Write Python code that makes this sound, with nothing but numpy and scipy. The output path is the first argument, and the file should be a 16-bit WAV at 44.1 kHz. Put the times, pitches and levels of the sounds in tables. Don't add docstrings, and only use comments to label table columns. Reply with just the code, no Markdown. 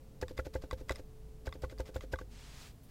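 import sys
import numpy as np
from scipy import signal
from scipy.fft import rfft, irfft
from scipy.io import wavfile
from scipy.ndimage import uniform_filter1d

SR = 44100
rng = np.random.default_rng(int(sys.argv[2]) if len(sys.argv) > 2 else 0)


def log_audio(samples):
    frames = np.atleast_2d(samples).T
    limited = np.clip(frames, -1, 1)
    pcm = np.round(limited * 32767).astype(np.int16)
    wavfile.write(sys.argv[1], SR, pcm)


N = 127890


def undb(db):
    return 10 ** (np.asarray(db, float) / 20)


def colour(x, table):
    freqs = np.maximum(np.arange(N // 2 + 1) * SR / N, 1)
    points = np.array(table, float)
    level_db = np.interp(np.log(freqs), np.log(points[:, 0]), points[:, 1], left=-60)
    y = irfft(rfft(x) * undb(level_db), N)
    return y / np.std(y)


def walk(rate):
    k = int(SR / rate)
    steps = np.repeat(rng.standard_normal(N // k + 1), k)
    return 1.06 * uniform_filter1d(uniform_filter1d(steps, k), k)[:N]


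def ring(modes, push_s, extra_db=0, flip=-1):
    t = np.arange(SR // 4) / SR
    m = np.array(modes, float)
    gain = undb(m[:, 1] + extra_db) * flip ** np.arange(len(m))
    fade = np.exp(-np.log(1000) * t / np.maximum(m[:, 2:], 1e-3))
    tones = gain @ (np.sin(2 * np.pi * m[:, :1] * t) * fade)
    push = np.sin(np.pi * np.clip(t[:SR // 40] / push_s, 0, 1))
    return np.convolve(tones, push / push.sum())[:len(t)]


def vary_modes(modes, pitch_spread):
    varied = np.array(modes, float)
    varied[:, 0] *= 1 + pitch_spread * rng.standard_normal(len(varied))
    varied[:, 1] += 1.5 * rng.standard_normal(len(varied))
    return varied


def unit_energy(x):
    return x / np.sqrt(np.sum(x ** 2))


def add(out, s, x):
    i = int(s * SR)
    out[i:i + len(x)] += x[:len(out) - i]


# (frequency [Hz], relative level [dB])
ROOM_SPECTRUM = [(8, -10), (16, 6), (28, -7.5), (58, -5.5), (100, -9.5), (138, -6.5), (170, -14.5),
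                 (265, -16), (340, -22.5), (700, -28.5), (1500, -39.5), (15800, -46.5)]
ROOM_DB = -53


def room():
    return undb(ROOM_DB) * colour(rng.standard_normal(N), ROOM_SPECTRUM)


def side_hiss(mid):
    spectrum = [(12, 16), (200, 12.0), (700, 1), (4000, 12), (16000, 5)]  # (frequency [Hz], relative level [dB])
    loud = np.sqrt(uniform_filter1d(np.diff(mid, prepend=0) ** 2, size=1024) + 1e-12)
    return undb(-31.5) * loud * colour(rng.standard_normal(N), spectrum)


# (time [s], level [dB])
HUM_LEVEL = [(0, -62), (1.0, -54), (2.2, -50.5), (2.35, -54), (2.65, -56.5), (2.8, -58), (2.9, -76)]
HUM_HZ = 48.3


def desk_hum(t):
    tone = np.sin(2 * np.pi * np.cumsum(HUM_HZ * (1 + 0.068 * walk(18))) / SR)
    level_db = np.interp(t, *np.array(HUM_LEVEL).T) + 3.6 * walk(16)
    return np.sqrt(2) * tone * undb(level_db)


# (time [s], base pitch [Hz], level change [dB])
FAN_COURSE = [(0, 441, -2.5), (1.002, 435.4, -2), (1.453, 435, 2), (1.899, 432.5, -2), (2.5, 423.2, -10.5),
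              (2.9, 427, -14)]
# (multiple of the base pitch, rms level before the changes [dB])
FAN_TONES = [(0.999, -63.5), (1.198, -74)]


def fan(t):
    times, pitch_hz, level_db = np.array(FAN_COURSE).T
    hz = np.interp(t, times, pitch_hz) * (1 + 0.00051 * walk(5.35))
    phase = 2 * np.pi * np.cumsum(hz) / SR
    out = np.zeros(N)
    for multiple, db in FAN_TONES:
        out += np.sqrt(2) * undb(db + 2.7 * walk(3.0)) * np.sin(multiple * phase)
    return undb(np.interp(t, times, level_db)) * out


# (time [s], level [dB], treble level relative to the rest [dB])
HAND_SLIDE = [(2.26, -88.5, -49), (2.286, -84, -27), (2.314, -64, -13), (2.348, -60.5, -22),
              (2.614, -57, -11.5), (2.674, -59, -11.5), (2.714, -65, -10), (2.73, -79, 5), (2.82, -93, 6),
              (2.836, -72.5, 7), (2.88, -76, 0), (2.9, -68, -5)]
# (frequency [Hz], relative level [dB])
CLOTH = [(500, -13), (1500, -11), (2400, -11), (4800, -12.5), (7800, -16.5), (10500, -25), (15700, -36)]
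# (frequency [Hz], relative level [dB])
CLOTH_TREBLE = [(6000, -21), (9000, -3), (12000, 0.5), (15800, -2)]


def slide(t):
    times, level_db, treble_db = np.array(HAND_SLIDE).T
    strength = undb(np.interp(t, times, level_db, left=-120) + 1.0 * walk(39.85))
    body = colour(rng.standard_normal(N), CLOTH)
    treble = undb(np.interp(t, times, treble_db)) * colour(rng.standard_normal(N), CLOTH_TREBLE)
    return strength * (body + treble)


# (start [s], end of travel [s], level [dB])
STEM_SCRAPES = [(0.21, 0.228, -51), (0.279, 0.31, -60), (0.366, 0.4, -55), (0.443, 0.467, -57),
                (0.529, 0.571, -57.5), (0.61, 0.644, -60), (0.703, 0.736, -56), (0.772, 0.813, -61.5),
                (0.881, 0.927, -53), (0.944, 0.995, -61), (1.451, 1.476, -55), (1.518, 1.558, -64),
                (1.616, 1.648, -55.5), (1.691, 1.723, -59), (1.782, 1.806, -53), (1.849, 1.891, -60),
                (1.938, 1.973, -55), (2.004, 2.038, -60), (2.115, 2.138, -52.5), (2.181, 2.213, -59)]
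# (frequency [Hz], relative level [dB])
SCRAPE_SPECTRUM = [(530, 11.5), (900, -6.5), (1350, -2), (3010, -6.5), (4630, -7), (7130, -11), (9610, -20),
                   (11900, -15), (15700, -23.5)]
SCRAPE_RISE_S, SCRAPE_T60_S = 0.0092, 0.069


def scrapes(t):
    grains = rng.standard_normal(N) * undb(2.3 * rng.exponential(size=N))
    grit = colour(grains, SCRAPE_SPECTRUM) * undb(2.5 * walk(250))
    strength = np.zeros(N)
    for start, end, db in STEM_SCRAPES:
        rise = np.clip((t - start) / SCRAPE_RISE_S, 0, 1)
        strength += rise * undb(db - 60 * np.clip(t - end, 0, 1) / SCRAPE_T60_S)
    return grit * strength


# (time [s], level [dB], pitch [Hz])
SWITCH_CLICKS = [(0.2156, -44, 4900), (0.294, -48, 4740), (0.3754, -43, 4930), (0.387, -47, 11400),
                 (0.5395, -43.5, 4900), (0.551, -45, 7200), (0.7315, -41, 3870), (0.9200, -39.5, 6900),
                 (1.4590, -45.5, 4830), (1.5385, -48.5, 4400), (1.6220, -46, 4900), (1.6320, -49, 4200),
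                 (1.7850, -43, 4740), (1.863, -51.5, 5200), (1.9450, -48, 4960), (1.9545, -46, 7200),
                 (1.964, -41, 3630), (1.9665, -47, 7300), (2.024, -51, 3480), (2.1244, -46, 4830)]
CLICK_T60_S, CLICK_EDGE_DB = 0.0078, -2


def clicks():
    out = np.zeros(N)
    for s, db, hz in SWITCH_CLICKS:
        add(out, s, undb(db) * ring([(hz, 0, CLICK_T60_S)], 5e-5))
        add(out, s, undb(db + CLICK_EDGE_DB) * np.array([1., -1.]))
    return out


# (time [s], level before the trim [dB], tilt [dB per octave])
CAP_TICKS = [(0.2135, -46, 9), (0.2816, -40.5, 3.5), (0.3776, -36.5, 2), (0.5417, -42, 3),
             (0.621, -54, 5.5), (0.7110, -31, 1.5), (0.784, -44, 2.5), (0.894, -26, 3.5), (0.9091, -34, 3),
             (0.9205, -37.5, 1.5), (0.9575, -44, 7), (1.4530, -59, 7), (1.4682, -47.5, 5.5),
             (1.4907, -49, 5), (1.5255, -40, 0.5), (1.6197, -56, 8.5), (1.6469, -47, -9), (1.6975, -46, 2),
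             (1.7785, -54, 3), (1.8035, -41, 5.5), (1.856, -47.5, 0), (2.0078, -40, 3),
             (2.1275, -45.5, 7.5), (2.1580, -41, -2), (2.188, -37.5, 1)]
# (frequency [Hz], level [dB], t60 [s])
CAP_MODES = [(1128, 7, 0.027), (1590, -2, 0.025), (2034, 0, 0.031), (2550, -6.5, 0.015),
             (3410, -4.5, 0.019), (3870, -4.5, 0.019), (4890, -6.5, 0.017), (5900, -13, 0.0092),
             (6960, -14, 0.017), (8240, -6.5, 0.0064), (9390, -28.5, 0.0026), (11000, -21, 0.0091)]
TICK_TRIM_DB, CRACK_DB = -8, -23
TICK_RATTLE_S, CRACK_S = 0.0004, 0.00083


def ticks():
    out = np.zeros(N)
    t = np.arange(800) / SR
    for s, db, tilt_db in CAP_TICKS:
        level_db = db + TICK_TRIM_DB
        contacts = rng.standard_normal(800) ** 3 * np.exp(-t / TICK_RATTLE_S)
        tilt = tilt_db * np.log2(np.array(CAP_MODES)[:, 0] / 2000)
        cap = ring(vary_modes(CAP_MODES, 0.03), 5e-5, tilt)[:2500]
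        crack = np.diff(rng.standard_normal(800), prepend=0) * np.exp(-t / CRACK_S)
        add(out, s, undb(level_db) * np.convolve(cap, unit_energy(contacts)))
        add(out, s, undb(level_db + CRACK_DB + tilt_db) * crack)
    return out


# (time [s], level [dB], relative treble [dB], relative desk thump [dB], thump pitch [Hz])
BOTTOM_HITS = [(0.2264, -32, 2.5, -5.5, 74.4), (0.3893, -32, 5.5, -2.5, 64), (0.5535, -32, 0.5, -3.5, 66),
               (0.7282, -35, -0.5, -1, 63), (0.9056, -31.5, 8, -4, 65), (1.4722, -36.5, 3, -0.5, 69.5),
               (1.6358, -33.5, 2, -1.5, 64.3), (1.7990, -33.5, -5, -2.5, 63.3),
               (1.9593, -34.5, 1, -1, 72.6), (2.1342, -30.5, 5.5, -6, 72.6)]
# (time [s], level [dB], relative treble [dB], relative desk thump [dB],
# thump pitch [Hz])
TOP_HITS = [(0.3092, -37.5, -7, -13, 89), (0.4667, -34.5, -6, -9, 73.4), (0.6380, -36.5, -6, -10, 66.5),
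            (0.8110, -40.5, -10, -6.5, 56.7), (0.9945, -40, -9, -7, 50.4), (1.554, -41.5, -7, -10, 78),
            (1.7236, -40, -5, -12.5, 82), (1.8913, -41, -7, -16, 49), (2.0380, -39, -11, -18, 58.3),
            (2.2127, -39, -2, -13, 88)]
# (frequency [Hz], level [dB], t60 [s])
CASE_MODES = [(300, -8.5, 0.0457), (378.7, -1.5, 0.05), (518.8, -3, 0.086), (617, -11.5, 0.022),
              (856, -10, 0.049), (1114, -12.5, 0.016), (1297, -8.5, 0.009), (1474, -1, 0.02),
              (1635, -2.5, 0.019), (1960, -4, 0.023), (2320, -5, 0.011)]
# (multiple of the thump pitch, level [dB], t60 [s])
DESK_MODES = [(1.001, 4, 0.13), (1.448, -2, 0.12), (2.1, 11, 0.015)]
# (frequency [Hz], relative level [dB])
CHATTER_SPECTRUM = [(400, -33), (700, 21), (1500, -22), (2500, 0.5), (5000, -28), (15000, -27)]
CHATTER_DB, CHATTER_RISE_S, CHATTER_T60_S, CHATTER_LEAD_S = -7.5, 0.001, 0.024, 0.001437
PLATE_PUSH_S, PLATE_LAG_S = 0.00052, 0.001014
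FAR_END_LAG_S, REBOUND_LAG_S, REBOUND_DB = 0.002, 0.00651, -4
THUMP_PUSH_S, THUMP_LAG_S = 0.0021, 0.004
FINGER_LEAD_S, FINGER_DB = 0.01257, -13.5


def knocks(table, way, push_s, rattle_s, far_db):
    out = np.zeros(N)
    t = np.arange(4000) / SR
    grains = rng.standard_normal(N) * undb(1.15 * rng.exponential(size=N))
    chatter = colour(grains, CHATTER_SPECTRUM)
    fade = undb(CHATTER_DB - 60 * t / CHATTER_T60_S) * np.clip(t / CHATTER_RISE_S, 0, 1)
    low = np.array(CASE_MODES)[:, 0] < 1000
    for s, db, treble_db, thump_db, thump_hz in table:
        modes = vary_modes(CASE_MODES, 0.015)
        hit = way * undb(db) * ring(modes[low], push_s, flip=1)
        desk = np.array(DESK_MODES) * [thump_hz, 1, 1]
        thump = -way * undb(db + thump_db) * ring(desk, THUMP_PUSH_S, flip=0.75)
        contacts = rng.standard_normal(600) ** 3 * t[:600] * np.exp(-2 * t[:600] / rattle_s)
        plate = np.convolve(ring(modes[~low], PLATE_PUSH_S)[:3000], unit_energy(contacts))
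        loose = fade * chatter[int(s * SR):][:len(fade)]
        add(out, s, hit)
        add(out, s + FAR_END_LAG_S, undb(far_db) * hit)
        add(out, s + REBOUND_LAG_S, undb(REBOUND_DB) * hit)
        add(out, s + PLATE_LAG_S, undb(db + treble_db) * plate)
        add(out, s - CHATTER_LEAD_S, undb(db + treble_db) * loose)
        add(out, s + THUMP_LAG_S, thump)
        add(out, s - FINGER_LEAD_S, undb(FINGER_DB) * thump)
    return out


def scene():
    t = np.arange(N) / SR
    background = room() + desk_hum(t) + fan(t)
    bottoms = knocks(BOTTOM_HITS, way=-1, push_s=0.00077, rattle_s=0.004, far_db=0)
    tops = knocks(TOP_HITS, way=1, push_s=0.0013, rattle_s=0.00051, far_db=-4.5)
    keys = scrapes(t) + clicks() + ticks() + bottoms + tops
    mid = background + slide(t) + keys
    side = side_hiss(mid)
    return np.array([mid + side, mid - side])


def record(dry):
    return signal.sosfilt(signal.ellip(16, .3, 90, 15830, fs=SR, output="sos"), dry)


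dry = scene()
out = record(dry)
log_audio(out)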